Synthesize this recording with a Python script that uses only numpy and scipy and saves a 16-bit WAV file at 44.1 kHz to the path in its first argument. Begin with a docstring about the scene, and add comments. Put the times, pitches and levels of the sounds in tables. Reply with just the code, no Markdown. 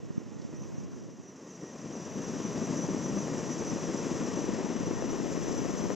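"""Wind knocks at the microphone over the throbbing roar of a heavy-lift helicopter, heard from its slung load.
The hovering rotor's wake pulses with each blade and slaps where a blade cuts a tip vortex. Downwash rushes, the
turbines hiss and whine, the gearbox sings faintly. The draught dies after a second; then the whole sound grows
louder, and as the load turns, the helicopter moves from right to left and a wind rumble grows."""
import sys
import numpy as np
from scipy import signal
from scipy.fft import rfft, irfft
from scipy.io import wavfile

SR = 44100
rng = np.random.default_rng(int(sys.argv[2]) if len(sys.argv) > 2 else 0)


def store_wav(level_fs):
    """Save 16-bit WAV to argv[1]."""
    pcm = np.round(np.clip(np.atleast_2d(level_fs), -1, 1) * 32767)
    wavfile.write(sys.argv[1], SR, pcm.T.astype(np.int16))


N = 262395
TIME = np.arange(N) / SR
FREQS = np.fft.rfftfreq(N, 1 / SR)
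BLADE_HZ, STRONG_PASS_S = 18.23, .102  # blade-pass rate, and the time of one strong pass
ROAR_DB = -34  # base level for the roar and the light slaps
OPPOSED = np.array([[1], [-1]])  # left and right in opposite polarity

# Where the helicopter lies: t/s, bearing (negative right, 0 ahead, 1 well to the left)
BEARING = [(0, -0.57), (.55, -0.4), (1, -0.074), (1.38, 0.047), (2, 0.35), (2.5, 0.47), (3.4, .48),
           (4.2, 0.59), (4.8, 0.86), (5.3, 1.05), (5.95, 1.18)]
# The overall level of the whole sound: t/s, level/dB
OVERALL_LEVEL = [(0, -14), (.6, -13.5), (1, -14), (1.17, -15.5), (1.45, -13), (2.25, -3.5), (2.8, 0), (4.3, 0.83),
                 (5.95, 0.74)]
# The main blade slaps: t/s, level/dB before trim, f/Hz before detuning, roar swell/dB
SLAPS = [(.218, -34, 350, 0.5), (.321, -34, 304, -1.5), (.538, -32, 290, 4.5), (.624, -34, 280, 4.5),
         (0.657, -35, 260, 2.5), (0.835, -35.5, 282, 6), (0.971, -36, 267, 1.5), (1.625, -34, 330, 1),
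         (1.635, -29, 231, 4), (1.754, -33, 340, 2), (1.86, -28, 314, 1), (1.904, -29.5, 300, 1),
         (1.954, -30.5, 480, 1.5), (1.967, -29, 325, 1.5), (2.172, -24.5, 239, 2), (2.193, -22.5, 274, 2.5),
         (2.298, -24.5, 300, -1), (2.337, -23.5, 292, 0), (2.403, -22.5, 340, -2.5), (2.461, -32, 280, 5),
         (2.571, -30, 280, 6.5), (2.7, -20.5, 246, 5), (2.793, -20, 240, 1), (2.89, -19, 324, -2.5),
         (2.947, -17.5, 292, 1), (3.053, -27, 280, 0), (3.099, -21.5, 300, -0.5), (3.166, -21, 290, 3),
         (3.282, -24, 480, -0.5), (3.339, -26.5, 440, 1.5), (3.612, -22.5, 298, 2.5), (3.738, -25, 242, 3),
         (3.762, -20.5, 305, -2), (3.899, -21, 293, 4), (3.939, -26.5, 500, 1), (3.947, -19.5, 256, 2.5),
         (4.069, -19, 304, -1), (4.117, -19, 273, 3), (4.171, -23, 296, -0.5), (4.23, -22.5, 240, 6.5),
         (4.273, -26, 470, -1.5), (4.285, -23, 319, 3.5), (4.375, -19, 330, 1), (4.392, -21, 320, 0.5),
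         (4.443, -21, 338, -2), (4.492, -17.5, 286, 1), (4.538, -20.5, 250, 1.5), (4.59, -21.5, 358, 0.5),
         (4.647, -21.5, 240, 1.5), (4.755, -24, 300, 0), (4.808, -21, 258, 1.5), (4.879, -22.5, 300, 0.5),
         (4.912, -17.5, 328, -1), (5.024, -21.5, 445, -1), (5.048, -23, 310, 0.5), (5.133, -21, 363, 0.5),
         (5.145, -23, 350, 0.5), (5.202, -22.5, 350, 1.5), (5.233, -24.5, 270, -1.5),
         (5.324, -24, 396, 1.5), (5.377, -21, 342, 0), (5.484, -21, 350, -1), (5.512, -22, 317, 1),
         (5.634, -27, 270, 3), (5.655, -20.5, 330, 3), (5.841, -19.5, 290, 4), (5.904, -19, 460, 0),
         (5.914, -21.5, 336, 1.5)]


def rotor_roar(throb, cuts_per_s=260, cut_share=0.25, trim_db=-0.88):
    """Blades cut many small vortices, each a suction then a push, over broad wake noise."""
    # Low-mid body of the wake: f/Hz, level/dB
    spectrum = [(20, -33), (45, -38), (80, -22), (120, -8.5), (160, -1), (235, 0), (330, -2), (480, -6),
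                (650, -11.5), (820, -21), (1050, -17), (1500, -29.5), (3000, -36), (6000, -74)]
    sizes = np.minimum(rng.rayleigh(1, N), 2)
    cuts = sizes * (rng.random(N) < cuts_per_s * throb / SR)
    pulses = colour(signal.hilbert(cuts).imag, spectrum)  # a quarter-cycle shift: down, then up
    roar = np.sqrt(cut_share) * pulses + np.sqrt(1 - cut_share) * noise(spectrum)
    return gain_of(ROAR_DB + curve(OVERALL_LEVEL) + trim_db) * unit_rms(roar * throb)


def blade_throb(depth_db=1.44, uneven_db=0.5, gust_db=0.44):
    """The level swings once a blade; every other blade is stronger, and the air is gusty."""
    phase = 2 * np.pi * BLADE_HZ * (TIME - STRONG_PASS_S)
    return unit_rms(gain_of(depth_db * np.cos(phase) + uneven_db * np.cos(phase / 2) + gust_db * wander(43)))


def heavy_passes(half_width_s=0.014):
    """A gain that swells the roar into a thud around most main slaps and ducks it around the rest."""
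    db = np.zeros(N)
    hump = bell(np.arange(-SR // 20, SR // 20) / SR, 0, half_width_s)
    for s, _, _, swell_db in SLAPS:
        add_centred(db, s, swell_db * hump)
    return gain_of(db)


def wake_booms(roar, band_hz=(80, 270), thinning_db=2):
    """The wake booms lower now and then, and thins as it moves to the left."""
    # Bass swells: t/s, boost/dB, half-width/s
    booms = [(1.08, 4, 0.18), (2.28, 3.5, 0.42), (2.96, 5.5, 0.38), (4.25, 1.5, 0.097)]
    bass = signal.sosfiltfilt(signal.butter(1, band_hz, "band", fs=SR, output="sos"), roar)
    bass_db = bumps(booms) - thinning_db * curve(BEARING)
    return roar + (gain_of(bass_db) - 1) * bass


def blade_slaps(roar, trim_db=-3.0, detune=0.87, duck=.65, low_cut_hz=105):
    """For a moment the whole wake strikes in step: a clean slap pushes the roar aside."""
    slaps, in_step = np.zeros(N), np.zeros(N)
    for s, db, hz, *_ in [*SLAPS, *light_slaps()]:
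        steepness = min(0.43 * (hz / 320) ** 1.35, 1)  # short slaps crack hardest
        add_centred(slaps, s, gain_of(db + trim_db) * thump(hz * detune, steepness, cycles=0.7))
        add_centred(in_step, s, np.hanning(SR // 70))
    slaps = signal.sosfiltfilt(signal.butter(2, low_cut_hz, "high", fs=SR, output="sos"), slaps)
    return slaps + roar * (1 - duck * np.minimum(in_step, 1))


def light_slaps(chance=.12, jitter_s=.007, above_db=5, spread_db=4.0):
    """Now and then a blade pass slaps lightly: rows like the first three columns of SLAPS."""
    passes = np.arange(STRONG_PASS_S, TIME[-1] - STRONG_PASS_S, 1 / BLADE_HZ)
    late, strong, sharp = rng.standard_normal((len(passes), 3)).T
    db = ROAR_DB + np.interp(passes, *np.transpose(OVERALL_LEVEL)) + above_db + spread_db * strong
    rows = np.transpose([passes + jitter_s * late, db, 345 * np.exp(0.47 * sharp)])
    return rows[rng.random(len(passes)) < chance]


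def downwash(throb, base_db=-49.5):
    """Fine turbulence rushes on, only lightly pulsed by the blades."""
    # Midrange rush of air: f/Hz, level/dB
    spectrum = [(300, -8.5), (900, 7), (1500, -0.5), (1900, 1.5), (2200, -3.5), (2700, -2), (3500, -6.5),
                (4450, -9), (6000, -32), (9000, -43)]
    # Its level ride on top of the overall level: t/s, level/dB
    ride = [(0, -1), (.38, 0), (.8, 0.5), (1.12, -2), (1.6, -1), (2.4, 2), (3.08, -0.8), (3.6, 0),
            (4.35, 1), (4.95, -0.4), (5.7, 0.5), (5.95, 0)]
    return gain_of(base_db + 0.84 * curve(OVERALL_LEVEL) + curve(ride)) * noise(spectrum) * throb ** 0.4


def turbine_hiss(throb, base_db=-49.5, flutter_db=1.15):
    """Intake hiss, fluttering as it crosses the downwash."""
    # Bright intake band: f/Hz, level/dB
    spectrum = [(3500, -15.5), (4450, -20.5), (4750, -7.5), (5250, -4), (5700, 0.5), (6400, -1.5),
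                (6750, -4), (7400, -5), (8100, -18), (8700, -27.5), (10000, -36), (11450, -38.5),
                (13000, -48), (15700, -70)]
    # Its level ride on top of the overall level: t/s, level/dB
    ride = [(0, -2.5), (.6, -1), (1, -.5), (1.15, -2), (1.45, -0.5), (1.95, 0), (2.5, 0), (2.82, 1),
            (2.96, -1.5), (3.4, 0.5), (4.05, 1), (4.5, -1.2), (4.95, -2.9), (5.4, 0.6), (5.95, -1)]
    db = base_db + 0.88 * curve(OVERALL_LEVEL) + curve(ride) + flutter_db * wander(48)
    return gain_of(db) * noise(spectrum) * throb ** 0.14


def turbine_whine(base_db=-56.5, jitter_hz=16, sway_hz=5, waver_db=1.37, facing_db=7.0):
    """The compressor's blade tone, purer as it flares, with its octave and upper stage; lifted mid-turn."""
    # Pitch of the compressor: t/s, f/Hz
    pitch = [(0, 5893), (1.28, 5882), (1.48, 5920), (1.65, 5895), (2.38, 5900), (2.52, 5935), (2.85, 5922),
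             (3.04, 5942), (3.45, 5912), (3.7, 5917), (3.83, 5868), (3.93, 5905), (4.25, 5918),
             (4.95, 5895), (5.3, 5930), (5.6, 5895), (5.95, 5912)]
    # Flares and lulls of the whine: t/s, boost/dB, half-width/s
    flares = [(.61, 10, .085), (.79, 8.5, .04), (.96, 9.5, .04), (1.29, 9, 0.065), (1.39, 2, .025),
              (1.51, 6.5, 0.054), (1.68, 5.5, 0.044), (1.94, 3, 0.03), (2.48, 1.5, 0.073),
              (2.56, -3, 0.022), (2.66, 5, 0.021), (2.82, 11, 0.06), (3.05, 11, 0.043), (3.2, 10, 0.046),
              (3.31, -6, 0.026), (3.52, 16.5, 0.031), (3.61, 7, .025), (3.69, 12, 0.024), (3.83, 6, 0.023),
              (3.99, 10, 0.035), (4.29, 5, .025), (4.37, 11, 0.034), (4.45, 9, .025), (4.6, -2, 0.054),
              (4.87, 7, 0.026), (5.02, 4, 0.032), (5.12, 5, 0.023), (5.48, 6, 0.043), (5.59, 9, 0.03),
              (5.8, 10.5, 0.031)]
    hz = curve(pitch) + jitter_hz * wander(60.4) + sway_hz * wander(3.98)
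    flare = gain_of(bumps(flares))
    tone = rough_tone(hz, width_hz=70, share=.6 / np.sqrt(flare))
    octave = gain_of(-34.5) * rough_tone(2 * hz, width_hz=80, share=.7)
    db = base_db + curve(OVERALL_LEVEL) + waver_db * wander(15) + facing_db * bell(TIME, 2.2, 0.75)
    return gain_of(db) * (flare * tone + flare ** 0.56 * octave + flare ** 0.63 * upper_stage())


def upper_stage(hz=6390, jitter_hz=45, sweep_hz=110, trim_db=-6.5, lead_s=0.0223, turned_s=2.2):
    """A hoarse higher compressor stage that chirps downward just before each blade pass."""
    pulse_db = 2 + 4 / (1 + np.exp((TIME - turned_s) / 0.1))  # evens out once the load has turned aside
    phase = 2 * np.pi * BLADE_HZ * (TIME - STRONG_PASS_S + lead_s)
    pitch = hz + jitter_hz * wander(20) - sweep_hz * np.sin(phase)
    return gain_of(trim_db + pulse_db * np.cos(phase)) * rough_tone(pitch, width_hz=120, share=0.6)


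def turbine_sizzle(flutter_db=1.0):
    """The thin top of the turbines, a rough band at and just above the compressor's octave."""
    # Airy top band: f/Hz, level/dB
    spectrum = [(9000, -40), (11450, -20), (11720, 7), (12500, 3), (13500, -11), (15000, -21), (15700, -26)]
    # Its level ride: t/s, level/dB
    ride = [(0, -89), (.48, -92), (.62, -84), (1.15, -93), (1.7, -89), (2, -87), (2.16, -81), (2.4, -82),
            (2.8, -80), (3.1, -81), (3.8, -80.5), (4.6, -83), (5.6, -76), (5.95, -77)]
    return gain_of(curve(ride) + flutter_db * wander(40)) * noise(spectrum)


def gearbox(mesh_hz=1887, jitter_hz=3, base_db=-64, turn_away_db=2, beat_db=2.5, beat_hz=4.8):
    """The main gear's tooth-mesh tone beats, stands out while the microphone faces it, then recedes."""
    beat = np.cos(2 * np.pi * beat_hz * (TIME - 3.1))
    facing_db = 7.0 * bell(TIME, 1.66, 0.21) - turn_away_db * curve(BEARING)
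    db = base_db + curve(OVERALL_LEVEL) + facing_db + beat_db * beat
    return gain_of(db) * rough_tone(mesh_hz + jitter_hz * wander(20), width_hz=19, share=0.42)


def wind_buffet(draught_db=-43, draught_end_s=1.05, fall_db_per_s=80, rumble_db=-40, right_skew=0.081):
    """Air pushes the microphone's two ports in opposite senses: a knocking draught, and a rumble."""
    # Hardest knocks of the draught: t/s, level/dB before a boost, f/Hz
    gusts = [(.107, -31.5, 160), (0.181, -24, 175), (.215, -55, 480), (0.4, -33, 159), (0.452, -30, 160),
             (0.746, -37, 160), (0.784, -32, 160), (.933, -39, 157), (1.201, -40, 160)]
    # Boxy cross-draught: f/Hz, level/dB
    draught_spectrum = [(30, -11), (60, 1), (90, 5), (150, 6), (210, 4.5), (340, -6), (520, -13.5),
                        (680, -22), (850, -27), (1400, -35), (3000, -48), (6000, -78)]
    # Deep rumble that grows with the turn: f/Hz, level/dB
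    rumble_spectrum = [(15, -6), (35, -5), (60, 1), (100, -3), (160, -2), (250, -6), (350, -15), (500, -25),
                       (1000, -46), (3000, -78)]
    knocks = np.zeros(N)
    for s, db, hz in gusts:
        add_centred(knocks, s, gain_of(db + 6) * thump(hz, steepness=0.26, cycles=0.5))
    dying_db = fall_db_per_s * np.maximum(TIME - draught_end_s, 0)
    draught = gain_of(draught_db - dying_db + wander(25)) * noise(draught_spectrum)
    rumble_gain = gain_of(curve(OVERALL_LEVEL) + rumble_db + 1.5 * wander(5.4)) * curve(BEARING)
    rumble = rumble_gain * noise(rumble_spectrum)
    return (knocks + draught) * (OPPOSED - right_skew) + rumble * OPPOSED


def ticks(half_width_s=0.0076, relative_band=0.35):
    """Tiny dry ticks, perhaps of the rigging, each a short burst of noise around its pitch."""
    # Faint ticks: t/s, level/dB, f/Hz
    cues = [(.418, -58, 5170), (.643, -63, 2700), (.937, -56.5, 1310)]
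    out = np.zeros(N)
    for s, db, hz in cues:
        band = irfft(rfft(rng.standard_normal(N)) * bell(FREQS, hz, relative_band * hz), N)
        out += gain_of(db) * bell(TIME, s, half_width_s) * unit_rms(band)
    return out


def diffuse_wash(base_db=-64.5, floor_db=-93):
    """Rush and hiss also arrive diffusely as the microphone turns aside, over its own faint hiss."""
    # Scattered rush and hiss: f/Hz, level/dB
    spectrum = [(400, -8), (1000, -2), (1500, 0), (1900, 1), (2300, -2), (3000, -6), (4400, -8), (5800, 3),
                (7300, -6), (8500, -15), (11300, -26), (12000, -16), (15000, -48)]
    wash = gain_of(base_db + curve(OVERALL_LEVEL)) * curve(BEARING) * noise(spectrum)
    return wash * OPPOSED + gain_of(floor_db) * rng.standard_normal(N)


def pan(x):
    """The two ports differ in level and phase, the more the further the helicopter lies to one side."""
    # Side signal at bearing 1, the part in phase: f/Hz, share of the mid signal
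    in_phase = [(100, .75), (200, 0.58), (300, 0.59), (420, 0.31), (550, .32), (800, 0.35), (1250, 0.48),
                (1600, .29), (1900, .37), (2300, .15), (5800, .08), (7500, 0.19), (14000, .08)]
    # The part a quarter-cycle early: f/Hz, share of the mid signal
    early = [(80, .65), (160, .76), (250, 0.39), (400, .06), (1000, 0.085), (2300, -0.31), (3500, -0.058),
             (7500, -0.3), (12000, -0.46)]
    response = np.repeat(per_bin(in_phase) + 1j * per_bin(early), 2)[:N + 1]
    mirrored = rfft(np.r_[x, x[::-1]])  # mirrored so that the ends meet smoothly
    side = irfft(response * mirrored)[:N]
    return x + OPPOSED * curve(BEARING) * side


def thump(hz, steepness, cycles):
    """A pressure pulse of about one cycle: suction, a steep front, then overpressure."""
    periods = hz * np.arange(-500, 500) / SR
    front = steepness * np.tanh(periods / .04)
    return np.sin(2 * np.pi * periods + front) * np.exp(-(periods / cycles) ** 2)


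def rough_tone(hz, width_hz, share):
    """A tone through turbulent air: a share is scattered into a narrow band, the rest arrives clean."""
    share = np.clip(share, 0, 1)
    scatter = np.sqrt(1 - share) + np.sqrt(share / 2) * (wander(width_hz) + 1j * wander(width_hz))
    return unit_rms((scatter * np.exp(2j * np.pi * np.cumsum(hz) / SR)).real)


def noise(spectrum):
    """Turbulent noise of a given spectrum, at rms 1."""
    return colour(rng.standard_normal(N), spectrum)


def colour(x, spectrum):
    """Equalises x with a spectrum's shape, at rms 1."""
    return unit_rms(irfft(rfft(x) * gain_of(per_bin(spectrum)), N))


def wander(rate_hz):
    """Random drift of rms 1, up to about the given rate."""
    return unit_rms(irfft(rfft(rng.standard_normal(N)) / (1 + (FREQS / rate_hz) ** 4), N))


def add_centred(mix, s, sound):
    """Mixes in a sound centred on time s."""
    start = round(s * SR) - len(sound) // 2
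    part = mix[max(start, 0):][:len(sound) + min(start, 0)]
    part += sound[max(-start, 0):][:len(part)]


def bell(x, centre, width):
    """A smooth bump of height 1."""
    return np.exp(-((x - centre) / width) ** 2)


def bumps(rows):
    """A dB envelope of smooth boosts and dips."""
    return sum(db * bell(TIME, s, width) for s, db, width in rows)


def curve(rows):
    """A time table at every sample."""
    return np.interp(TIME, *np.transpose(rows))


def per_bin(rows):
    """A frequency table at every bin, on a log axis."""
    hz, value = np.transpose(rows)
    return np.interp(np.log(FREQS + 1), np.log(hz + 1), value)


def gain_of(db):
    """Decibels to amplitude."""
    return 10 ** (np.asarray(db) / 20)


def unit_rms(x):
    """Scales to rms 1."""
    return x / np.sqrt(np.mean(x ** 2) + 1e-20)


def scene():
    """Rotor and engines panned together, with a diffuse wash and wind on the microphone."""
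    throb = blade_throb()
    roar = rotor_roar(throb * heavy_passes())
    rotor = blade_slaps(wake_booms(roar))
    engines = turbine_hiss(throb) + turbine_whine() + turbine_sizzle() + gearbox()
    return pan(rotor + downwash(throb) + engines + ticks()) + diffuse_wash() + wind_buffet()


def record(dry):
    """A steep high cut at 15.7 kHz, with soft ends."""
    high_cut = signal.ellip(10, .1, 80, 15700, fs=SR, output="sos")
    return signal.windows.tukey(N, .001) * signal.sosfilt(high_cut, dry)


dry = scene()
out = record(dry)
store_wav(out)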